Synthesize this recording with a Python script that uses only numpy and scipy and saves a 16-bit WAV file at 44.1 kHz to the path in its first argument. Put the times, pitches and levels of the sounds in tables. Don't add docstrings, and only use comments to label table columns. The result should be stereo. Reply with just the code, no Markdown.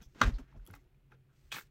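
import sys
import numpy as np
from scipy import signal
from scipy.fft import rfft, irfft
from scipy.io import wavfile
from scipy.ndimage import map_coordinates

SR = 44100
rng = np.random.default_rng(int(sys.argv[2]) if len(sys.argv) > 2 else 0)


def master_out(mix):
    frames = np.transpose(np.atleast_2d(mix))
    ceiling = np.clip(frames, -1, 1)
    pcm = np.round(ceiling * 32767).astype(np.int16)
    wavfile.write(sys.argv[1], SR, pcm)


def voltage_ratio(decibels):
    exponent = np.asarray(decibels, float) / 20
    return 10 ** exponent


N = 74970

# f/Hz, level/dB per Hz
AIR_SPECTRUM = [(30, -14.5), (80, -9.5), (350, -23), (1000, -34.5), (2500, -34), (5000, -46), (9000, -49),
                (14000, -46.5)]
# f/Hz, width/Hz, level/dB
HOUSE_HUMS = [
    (40, 18, -70),
    (132.7, 23, -68),
    (372, 120, -85.5),
]
# f/Hz, likeness/1
AIR_LIKENESS = [(30, 0.65), (150, 0.59), (600, 0.17), (2000, 0.18), (8000, 0.09)]
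# f/Hz, left minus right/dB
CASE_SHADE = [(60, 1), (130, -1.5), (290, 1), (640, -0.5), (1410, 1.5), (3100, 9), (6820, -4.5),
              (15000, 1.5)]
# t/s, peak level/dB, f/Hz, length/s
WEIGHT_SHIFTS = [(.0, -48.5, 45, 0.021), (0.06, -47, 47.3, 0.024), (0.154, -48, 292, 0.012),
                 (.216, -27, 258.8, .01), (0.222, -27, 107, 0.035), (0.243, -23.5, 48.3, 0.034),
                 (0.2682, -17, 56.2, 0.025), (0.269, -37.5, 240, 0.047), (.295, -42, 118, 0.052),
                 (0.3173, -29, 40.2, 0.067), (0.379, -46, 263, 0.043), (0.402, -43.5, 40, 0.035),
                 (0.452, -58, 48.6, 0.11), (0.554, -50.5, 145, 0.0416), (.556, -52, 95, 0.044),
                 (.535, -57.5, 50, .03), (.095, -60, 42, 0.099), (.69, -49, 169, 0.028),
                 (0.554, -45, 41.4, 0.11), (0.679, -52.5, 346, 0.016), (0.687, -47, 96, 0.067),
                 (0.692, -57, 43.4, 0.2), (0.713, -60, 280.7, 0.091), (0.788, -69.5, 357, 0.12),
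                 (1.109, -70, 350.5, 0.037), (1.443, -57, 60.7, 0.039), (1.54, -50.5, 139, 0.023)]
# t/s, length/s, level/dB, brightness/dB per octave
STROKES = [(0, 0.032, -63, -4.5), (0.008, 0.048, -85, 9), (0.05, 0.14, -82, 4), (0.144, 0.04, -60.5, -3),
           (0.168, 0.13, -49, -2.5), (0.195, 0.022, -60.5, -5.5), (0.211, 0.025, -32, -2.5),
           (0.227, 0.045, -41.5, -3.5), (0.258, 0.029, -50.5, -1), (0.3, 0.04, -59, -3.5),
           (0.356, 0.046, -62.5, -4), (.382, 0.011, -62, 2), (0.398, 0.041, -69, -5),
           (0.424, 0.038, -74, -2.5), (0.47, 0.064, -72, -3), (0.541, 0.027, -65.5, -7),
           (0.598, 0.13, -72.5, -2), (0.662, 0.11, -76.5, 1.5), (0.728, 0.032, -73.5, 6.5),
           (0.768, 0.058, -83.5, 3.5), (1.105, 0.043, -70, -3.5), (1.286, 0.25, -80, 4.5),
           (1.5153, 0.041, -45.5, 3), (1.559, 0.03, -45.5, 0.5), (1.589, 0.036, -66, 6.5),
           (1.605, 0.065, -75.5, 3.5)]
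# f/Hz, level/dB per Hz
PILE_SPECTRUM = [(250, -2.5), (650, -11), (1600, -2.5), (4000, -10), (7500, -15), (9800, -33),
                 (12000, -26.5), (15000, -26.5)]
# t/s, length/s, level/dB, start f/Hz, end f/Hz
PILE_SCUFFS = [(0.022, 0.057, -70, 5524, 6240), (0.336, 0.051, -63, 4200, 3810),
               (0.389, 0.036, -67.5, 1112, 706), (0.427, 0.108, -74.5, 1500, 1715),
               (0.102, 0.1, -75.5, 342, 331), (0.467, 0.085, -73.5, 2140, 2060),
               (0.483, 0.031, -86, 3280, 3200), (0.54, 0.0391, -67.5, 855, 345),
               (0.741, 0.066, -68.5, 2081, 2100), (1.122, 0.053, -72, 400, 485.4),
               (1.283, 0.085, -79.5, 1415, 1409), (1.509, 0.011, -63, 2986, 3030),
               (1.524, .04, -50.5, 4000, 3530), (1.551, 0.069, -53, 13970, 14500),
               (1.573, 0.041, -55.5, 2221, 1696), (1.582, 0.069, -68.5, 475, 331)]
# t/s, peak level/dB, low pluck level/dB
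CLAW_SNAGS = [(0.0272, -52, -2), (.034, -79, 12), (.404, -66, -22), (0.598, -74, -5.5), (.6525, -56, -28),
              (0.6641, -42.5, -10), (0.6738, -41.5, -21), (.7095, -51, -23), (0.7357, -61, -27),
              (0.7523, -49.5, -25), (.774, -64, -10), (.804, -74, -4), (0.842, -69, 1), (1.119, -68.5, -13)]
# f/Hz, level/dB, t60/s
POST_MODES = [(770, -12.5, 0.0092), (1030, -17.5, 0.023), (1255, -13, 0.027), (1286, 0, .015),
              (1500, -3.5, 0.018), (1740, -7, 0.0017), (2180, -9.5, .015), (2570, -2.5, 0.024),
              (3350, -6, 0.011), (3730, 2.5, .008), (5864, 0, 0.011), (7110, -2, 0.0031),
              (13500, -19, .0021)]
# t/s, peak level/dB, rattle length/s, favoured f/Hz
POST_KNOCKS = [(0.0147, -49, 0.0014, 3320), (.0204, -49, 0.00057, 6240), (.152, -88, 0.0047, 913),
               (0.2143, -9, 0.0022, 1680), (0.2154, -17, 0.0038, 3350), (.2158, -12, 0.0031, 1122),
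               (.2185, -17, 0.0019, 1030), (.2205, -14, 0.0017, 1530), (0.2216, -21, 0.0035, 1315),
               (0.226, -45, 0.0032, 1310), (.236, -24, 0.0064, 1525), (0.2332, -29, 0.014, 2390),
               (0.31, -61.5, .006, 1510), (.383, -65, 0.013, 755), (.384, -49, 0.0053, 1430),
               (0.524, -55.5, .006, 1080), (0.541, -65, 0.0082, 805), (0.596, -57.5, .004, 1510),
               (0.6744, -57, .004, 1366), (0.679, -65, 0.0023, 1910), (.7018, -46.5, .003, 1530),
               (0.7043, -51.5, 0.0018, 2080), (0.736, -43, 0.0011, 1170), (0.7387, -40.5, 0.0017, 2060),
               (0.7386, -45, 0.0024, 770), (.7475, -58, .003, 1275), (0.756, -54, 0.011, 1150),
               (0.942, -67, 0.009, 2342), (1.099, -67, 0.0036, 1000), (1.1181, -49.5, 0.0017, 1664),
               (1.12, -53.5, 0.0031, 2252), (1.122, -51.5, .004, 1400), (1.121, -56, 0.0062, 770),
               (1.127, -59, 0.0031, 1574), (1.5167, -33, 0.0025, 2500), (1.518, -27, 0.0032, 3530),
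               (1.522, -45, 0.0057, 1080), (1.5245, -21.5, 0.0025, 3740), (1.525, -37.5, 0.00089, 5650),
               (1.526, -36, 0.0013, 2580), (1.533, -43, 0.0024, 1350), (1.541, -37.5, 0.012, 1360),
               (1.543, -34, 0.0058, 4100), (1.559, -34, 0.0072, 2620), (1.565, -38.5, 0.0034, 3300),
               (1.567, -35.5, 0.0029, 1550), (1.5837, -33, .001, 1533), (1.5856, -48, 0.0061, 1706),
               (1.589, -38, 0.0036, 2160), (1.608, -46.5, .005, 1740)]

RAKE_FROM_S = 1.4
RUB_LIKENESS = 0.31


def at_hz(points, hz):
    x, y = np.array(points).T
    return np.interp(np.log(hz), np.log(x), y)


def rms_one(x):
    return x / np.sqrt(np.mean(x ** 2) + 1e-20)


def ring(x, hz, t60):
    r = voltage_ratio(-60 / (max(t60, .001) * SR))
    w = 2 * np.pi * hz / SR
    return signal.lfilter([0, np.sin(w)], [1, -2 * r * np.cos(w), r * r], x + 1e-18)


def sway(x, cutoff_hz):
    r = np.exp(-2 * np.pi * cutoff_hz / SR)
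    return signal.lfilter([1], [1, -2 * r, r * r], x)


def bandpass(x, order, low_hz, high_hz):
    return signal.sosfilt(signal.butter(order, [low_hz, high_hz], "band", fs=SR, output="sos"), x)


def swell(progress):
    return np.sin(np.pi * np.clip(progress, 0, 1))


def bands(x, low_hz, octaves):
    edges = low_hz * 2 ** np.arange(0, octaves, 1 / 3)
    for k, (low, high) in enumerate(zip(edges, edges[1:])):
        yield np.sqrt(low * high), bandpass(x[k % 2], 2, low, high)


def spread(mid, side, alike):
    alike = np.clip(alike, 0, 1)
    return np.sqrt(1 + alike) * mid + np.sqrt(1 - alike) * side * [[1], [-1]]


def air():
    white, out = rng.standard_normal((2, 2, N)), 0
    for hz, (mid, side) in bands(white, 27, 9.4):
        out = out + voltage_ratio(at_hz(AIR_SPECTRUM, hz)) * spread(mid, side, at_hz(AIR_LIKENESS, hz))
    out = voltage_ratio(-71.5) * rms_one(out)
    for hz, width_hz, db in HOUSE_HUMS:
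        hum = ring(rng.standard_normal(2 * N), hz, 11.0 / width_hz)[N:]
        out = out + voltage_ratio(db) * rms_one(hum)
    return out


def room(x):
    t60_s, wall_cut_hz = .13, 3500
    t = np.arange(SR // 3) / SR
    white = rng.standard_normal((2, len(t)))
    dull = np.exp(-2 * np.pi * wall_cut_hz / SR)
    low = signal.lfilter([1 - dull], [1, -dull], white)
    tail = low * voltage_ratio(-60 * t / t60_s) + (white - low) * voltage_ratio(-120 * t / t60_s)
    tail = tail * np.clip(t / 0.0011, 0, 1)
    tail = tail / np.sqrt(np.sum(tail ** 2) / 2)
    return signal.fftconvolve(x[None], tail, axes=1)[:, :N]


def shaded(pair):
    rake_pan_db = 2
    lean = voltage_ratio(at_hz(CASE_SHADE, np.arange(1, N // 2 + 2) * SR / N) / 2)
    leaning = irfft(rfft(pair) * [lean, 1 / lean], N)
    panned = pair * voltage_ratio([[rake_pan_db], [-rake_pan_db]])
    return np.where(np.arange(N) > RAKE_FROM_S * SR, panned, leaning)


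def placed(x):
    post_lag_s, rake_lag_s, lag_up_to_hz = 0.00017, -0.000088, 13000
    n = np.arange(N)
    low = signal.sosfiltfilt(signal.butter(2, lag_up_to_hz, fs=SR, output="sos"), x)
    lag_s = np.where(n > RAKE_FROM_S * SR, rake_lag_s, post_lag_s)
    late = map_coordinates(low, [n - lag_s * SR], order=3) + x - low
    return np.array([late, x])


def pushes():
    rough_from_hz, rough_share = 250, .55
    out, t = np.zeros(N), np.arange(N) / SR
    for s, db, hz, length in WEIGHT_SHIFTS:
        rough = rough_share * hz / (hz + rough_from_hz)
        noise = rms_one(bandpass(rng.standard_normal(N), 1, hz / 1.5, hz * 1.5))
        wave = (1 - rough) * np.sin(2 * np.pi * hz * (t - s)) - rough * noise
        out -= voltage_ratio(db) * swell((t - s) / length) * wave
    return out


def rubs():
    grains_per_s, grain_spread_db, grain_share = 5000, 2.5, .45
    attack_s, long_stroke_ease, release_db_per_s = .002, 1.8, 900
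    clump_db, clumps_per_s = 1.5, 90
    t = np.arange(N) / SR
    struck = rng.random(N) < grains_per_s / SR
    sizes = voltage_ratio(grain_spread_db * np.minimum(rng.exponential(1, N), 4))
    grains = struck * sizes * rng.standard_normal((2, 3, N))
    source = grain_share * rms_one(grains) + (1 - grain_share) * rng.standard_normal((2, 3, N))

    shapes = []
    for s, length, db, _ in STROKES:
        attack = np.clip((t - s) / (attack_s + long_stroke_ease * length ** 2), 0, 1)
        shapes.append(attack * voltage_ratio(db - release_db_per_s * np.maximum(t - s - length, 0)))
    clumps = rms_one(sway(rng.standard_normal(N), clumps_per_s))
    shapes = np.array(shapes) * voltage_ratio(clump_db * clumps)

    tilts, out = np.array(STROKES)[:, 3], 0
    for hz, band in bands(source, 135, 7.1):
        power = voltage_ratio(2 * tilts * np.log2(hz / 1500)) @ shapes ** 2
        out = out + voltage_ratio(at_hz(PILE_SPECTRUM, hz) + 14) * np.sqrt(power) * band
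    return out


def scuffs():
    width_share = .3
    out, t = np.zeros(N + SR), np.arange(4096) / SR
    for s, length, db, from_hz, to_hz in PILE_SCUFFS:
        white = rng.standard_normal((2, 8192))
        wander = rms_one(sway(white, width_share * from_hz / 2)[:, len(t):])
        along = np.clip(t / length, 0, 1)
        phase = 2 * np.pi * np.cumsum(from_hz + (to_hz - from_hz) * along) / SR
        tone = wander[0] * np.cos(phase) + wander[1] * np.sin(phase)
        i = int(s * SR)
        out[i:i + len(t)] += voltage_ratio(db) * swell(np.sqrt(along)) * tone
    return out[:N]


def snags():
    centre_hz, width_hz, pluck_hz, burst_s = 12000, 4000, 3400, .0005
    out, t = np.zeros(N + SR), np.arange(400) / SR
    for s, db, low_db in CLAW_SNAGS:
        burst = rng.standard_normal(len(t)) * t / burst_s * np.exp(-t / burst_s)
        high = bandpass(burst, 1, centre_hz - width_hz / 2, centre_hz + width_hz / 2)
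        low = ring(burst, pluck_hz, 0.017)
        snag = high / np.abs(high).max() + voltage_ratio(low_db) * low / np.abs(low).max() + voltage_ratio(-50) * burst
        i = int(s * SR)
        out[i:i + len(t)] += voltage_ratio(db) * snag
    return out[:N]


def knocks():
    rattle_per_s, rattle_spread_db, detune = 3000, 6, .04
    favour_db_per_oct, low_cut_hz = 16, 620
    spot_db, spot_cycles = 3.5, 16
    out, t = np.zeros(N + SR), np.arange(1024) / SR
    for s, db, length, favoured_hz in POST_KNOCKS:
        draw = rng.random((len(POST_MODES) + 2, 1024))
        contacts = (draw[0] < rattle_per_s / SR) | (t == 0)
        force = swell((t + length / 5) / (1.2 * length))
        hits = contacts * force * voltage_ratio(rattle_spread_db * (draw[1] - .5))
        body = voltage_ratio(spot_db) * ring(np.pad(hits, (0, 3000)), favoured_hz, spot_cycles / favoured_hz)
        for chance, (hz, mode_db, t60) in zip(draw[2:], POST_MODES):
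            signed = np.pad(hits * np.sign(chance - .5), (0, 3000))
            mode = ring(signed, hz * (1 + detune * (chance[-1] - .5)), t60)
            body += voltage_ratio(mode_db - favour_db_per_oct * abs(np.log2(hz / favoured_hz))) * mode
        i = int(s * SR)
        out[i:i + len(body)] += voltage_ratio(db) * body / np.abs(body).max()
    return signal.sosfilt(signal.butter(2, low_cut_hz, "high", fs=SR, output="sos"), out[:N] + 1e-18)


def scene():
    shared, *own = rubs()
    hard = knocks() + snags() + scuffs()
    cat = placed(hard + np.sqrt(RUB_LIKENESS) * shared + pushes())
    cat = cat + np.sqrt(1 - RUB_LIKENESS) * np.array(own)
    return shaded(cat) + voltage_ratio(-8) * room(hard) + air()


def band_limit(x):
    return signal.sosfilt(signal.butter(12, 16300, fs=SR, output="sos"), x)


def record(dry):
    top_hz = 15900
    cut = signal.sosfilt(signal.cheby2(10, 30, top_hz * 1.03, fs=SR, output="sos"), dry)
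    return band_limit(cut)


dry = scene()
out = record(dry)
master_out(out)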